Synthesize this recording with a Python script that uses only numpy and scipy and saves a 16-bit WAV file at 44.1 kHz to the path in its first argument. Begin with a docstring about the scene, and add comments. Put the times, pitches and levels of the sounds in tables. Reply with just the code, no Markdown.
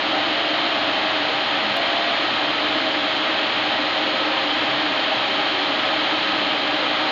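"""Indoors, one microphone close by the lid of a working laser cutter.
Exhaust air rushes through the cabinet and its duct. Stepper motors sing short, soft notes as
they steer the head along the pattern. Behind them two fans whine on their blade tones over
a faint hum of pumps and panels. A single dry tick sounds early on."""
import sys
import numpy as np
from scipy.fft import rfft, irfft, next_fast_len
from scipy.io import wavfile
from scipy.ndimage import uniform_filter1d, map_coordinates

SR = 44100
rng = np.random.default_rng(int(sys.argv[2]) if len(sys.argv) > 2 else 0)


def digitize_waveform(pressure):
    """Quantize a signal to 16-bit integers and store it at the path in sys.argv[1].

    Rows of a 2-D input are taken as channels; values are limited to [-1, 1].
    """
    field = np.atleast_2d(pressure).T
    bounded = np.clip(field, -1, 1)
    quanta = np.round(bounded * 32767).astype(np.int16)
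    wavfile.write(sys.argv[1], SR, quanta)


N = 313727

# Spectrum of the turbulent exhaust air. Each row: frequency in Hz, relative level in dB.
AIR_SPECTRUM = [(12, -45), (35, -29.5), (70, -22.5), (115, -10.5), (175, -12.5), (260, -2), (480, -4.5),
                (900, -2), (1500, -1.5), (2600, -1.7), (4150, -3), (4650, -13), (5400, -23.5), (7200, -37)]
# Resonances and nulls of cabinet, duct and nozzle. Each row: centre in Hz, width in Hz, lift in dB.
CAVITY_RESONANCES = [(47, 12, 9.5), (176, 14, -2), (200, 11, 4), (244, 11, -6.5), (362, 8, -3),
                     (505, 25, -2), (660, 100, 4.5), (715, 12, -3), (762, 52, 7.5), (817, 44, 8),
                     (878, 26, 5), (934, 34, 5), (1036, 40, 2.8), (1265, 90, 2.3), (1365, 40, 1.2),
                     (1750, 45, 2), (1865, 45, 2.5), (2927, 190, 2.5), (3115, 85, 4.3), (3200, 80, 5.3),
                     (3308, 30, 4), (3358, 55, 3.2), (3445, 55, 2), (4900, 190, 2.5), (6070, 240, -6.5),
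                     (6630, 780, 6), (6960, 100, -3.5), (7120, 130, 3)]
# Chance rises and dips in the loudness of a low, fluttering noise band near 300 Hz.
# Each row: time in seconds, rms level in dB.
LOW_BAND_LEVELS = [(0, -33), (1.4, -34.5), (1.7, -39), (2.45, -35), (2.75, -30.5), (3.2, -34.5),
                   (4.85, -32.5), (5.22, -38.5), (5.702, -33), (7.11, -33.5)]
# Moves of the cutting head. Each row: start in seconds, length in seconds,
# first and last step rate in Hz, rms level of the held note in dB.
HEAD_MOVES = [ (.03, 1.1, 686, 692, -34), (.12, 0.11, 755, 788, -33), (.2, 0.62, 343, 337, -43),
              (.86, .9, 637.5, 644, -36.5), (1.28, 0.083, 483, 465, -33), (1.33, 0.12, 800, 788, -36.5),
              (1.42, 0.56, 139.3, 140.2, -49.5), (1.6, 0.16, 219, 201, -39), (1.716, 0.48, 680, 684, -28.5),
              (2.1, 0.31, 676, 663, -35.5), (2.27, 0.29, 134.3, 143, -48.5), (2.53, 0.069, 483, 470, -36),
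              (2.683, 0.32, 630.5, 641, -33.5), (3.5, 0.28, 755, 733, -49), (3.77, 0.15, 530, 531, -36),
              (3.88, .9, 531.6, 535, -35.5), (4.67, .17, 137.7, 129, -45.5), (4.96, 0.13, 528, 526, -37.5),
              (5.249, 0.22, 391, 380, -37), (5.519, .16, 369, 376, -36), (5.94, 0.22, 778, 764, -36),
              (6.05, 0.73, 196, 197, -48.5), (6.53, 0.1, 463, 480, -39), (6.75, .16, 590, 450, -36),
              (6.99, 0.14, 756, 780, -35), ]
# Blade tones of the two fans. Each row: multiple of the blade rate, rms level in dB.
BLOWER_TONES = [(1, -37.2), (2, -44.5), (3, -52), (4, -44.5), (5, -37.7)]
COOLING_FAN_TONES = [(1, -42), (2, -41.8), (3, -44), (4, -46.5)]
# Hum and whine of the pumps and panels. Each row: frequency in Hz, rms level in dB.
HUM_TONES = [(89, -64.5), (137, -59), (551, -38), (580, -47.5), (1089, -47.5), (1161, -42.5), (1633, -42),
             (2114, -47.5), (2206, -50), (3125, -46.5)]

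RISE_SHARE, FADE_SHARE = 0.16, 0.36  # parts of a move over which its note rises and fades
SKIRT_HZ, SKIRT_DB = 16, -11  # width and relative level of the noise around each fan and hum tone
MIC_TOP_HZ, TICK_TOP_HZ = 7260, 15700


def amp(db):
    """Decibels to gain."""
    return 10 ** (np.asarray(db) / 20)


def unit_rms(x):
    """x at rms 1."""
    return x / np.sqrt(np.mean(x ** 2) + 1e-20)


def wobble(rate):
    """A smooth random curve, rate knots a second."""
    knots = rng.standard_normal(int(N * rate / SR) + 4)
    return map_coordinates(knots, [np.arange(N) * rate / SR])


def filtered(x, response):
    """x through a filter whose gain is response(hz)."""
    size = next_fast_len(N + SR // 2)
    hz = np.fft.rfftfreq(size, 1 / SR)
    return irfft(rfft(x, size) * response(hz), size)[..., :N]


def shaken_tone(hz):
    """A sine of rms 1 that follows a frequency curve; turbulence shakes its level and phase."""
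    shake = amp(SKIRT_DB) * (wobble(SKIRT_HZ) + 1j * wobble(SKIRT_HZ)) / np.sqrt(2)
    carrier = np.exp(2j * np.pi * (np.cumsum(hz) / SR + rng.random()))
    return unit_rms(np.real((1 + shake) * carrier))


def exhaust_rush(level_db, surge_db):
    """Up front, a nearly even flow of turbulent air, coloured by the cavities it passes."""
    def colour(hz):
        air_hz, air_db = np.transpose(AIR_SPECTRUM)
        turbulence_db = np.interp(np.log(hz + 1), np.log(air_hz + 1), air_db)
        cavity_db = sum(db * 2 ** -((2 * (hz - centre) / width) ** 2)
                        for centre, width, db in CAVITY_RESONANCES)
        return amp(turbulence_db + cavity_db)

    rush = unit_rms(filtered(rng.standard_normal(N), colour))
    return amp(level_db + surge_db * wobble(3.3)) * rush


def duct_drone(centre_hz, width_hz):
    """The flow drives the duct's resonance: a low, fluttering noise band with chance rises and dips."""
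    ring = filtered(rng.standard_normal(N), lambda hz: 1 / (1 + (2 * (hz - centre_hz) / width_hz) ** 2))
    running_rms = np.sqrt(np.abs(uniform_filter1d(ring ** 2, size=SR // 4)))
    even_ring = ring / running_rms  # only the quick flutter stays
    level_db = np.interp(np.arange(N) / SR, *np.transpose(LOW_BAND_LEVELS))
    return amp(level_db) * even_ring


def stepper_notes(flutter_db, jitter_hz):
    """Under the lid the motors sing at their step rate, which glides where the path curves."""
    t = np.arange(N) / SR
    notes = np.zeros(N)
    judder_hz = jitter_hz * wobble(35)  # the rotors shake against the belt
    for start, length, first_hz, last_hz, db in HEAD_MOVES:
        moving = (t >= start) & (t < start + length)
        progress = (t[moving] - start) / length
        envelope = np.clip(np.minimum(progress / RISE_SHARE, (1 - progress) / FADE_SHARE), 0, 1)
        step_hz = first_hz + (last_hz - first_hz) * progress + judder_hz[moving]
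        phase = 2 * np.pi * np.cumsum(step_hz) / SR
        notes[moving] += amp(db) * envelope * np.sqrt(2) * np.sin(phase)
    return notes * amp(flutter_db * wobble(30))  # the belt loads the motor unevenly


def fan_whine(tones, blade_hz, drift_share, flutter_db):
    """Blade tones share one drifting speed; uneven inflow makes each flutter on its own."""
    drifting_hz = blade_hz * (1 + drift_share * wobble(3))
    return sum(amp(db + flutter_db * wobble(14)) * shaken_tone(multiple * drifting_hz)
               for multiple, db in tones)


def pump_hum(waver_hz, flutter_db):
    """In the background, pumps and panels hold steady tones that waver slightly."""
    return sum(amp(db + flutter_db * wobble(5.9)) * shaken_tone(hz + waver_hz * wobble(6))
               for hz, db in HUM_TONES)


def dry_tick(at_s, impulse_db):
    """One faint tick, a low-passed impulse brighter than everything else."""
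    impulse = np.zeros(N)
    impulse[round(at_s * SR)] = amp(impulse_db)
    return filtered(impulse, lambda hz: 1 / (1 + (hz / TICK_TOP_HZ) ** 120))


def scene():
    """Air, duct, head motors, fans and hum from close by the lid, in mono."""
    rush = exhaust_rush(level_db=-22.0, surge_db=0.13)
    drone = duct_drone(centre_hz=304.0, width_hz=41.3)
    motors = stepper_notes(flutter_db=1.6, jitter_hz=3.3)
    blower = fan_whine(BLOWER_TONES, blade_hz=619.2, drift_share=0.0007, flutter_db=0.5)
    cooling_fan = fan_whine(COOLING_FAN_TONES, blade_hz=642.5, drift_share=0.001826, flutter_db=3.5)
    hum = pump_hum(waver_hz=1.46, flutter_db=0.7)
    return (rush + drone + motors + blower + cooling_fan + hum)[None]


def record(dry):
    """A narrow-band microphone cuts the machine's top treble; only the added tick reaches higher."""
    machine = filtered(dry, lambda hz: hz < MIC_TOP_HZ)
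    return machine + dry_tick(at_s=1.768, impulse_db=-18.5)


dry = scene()
out = record(dry)
digitize_waveform(out)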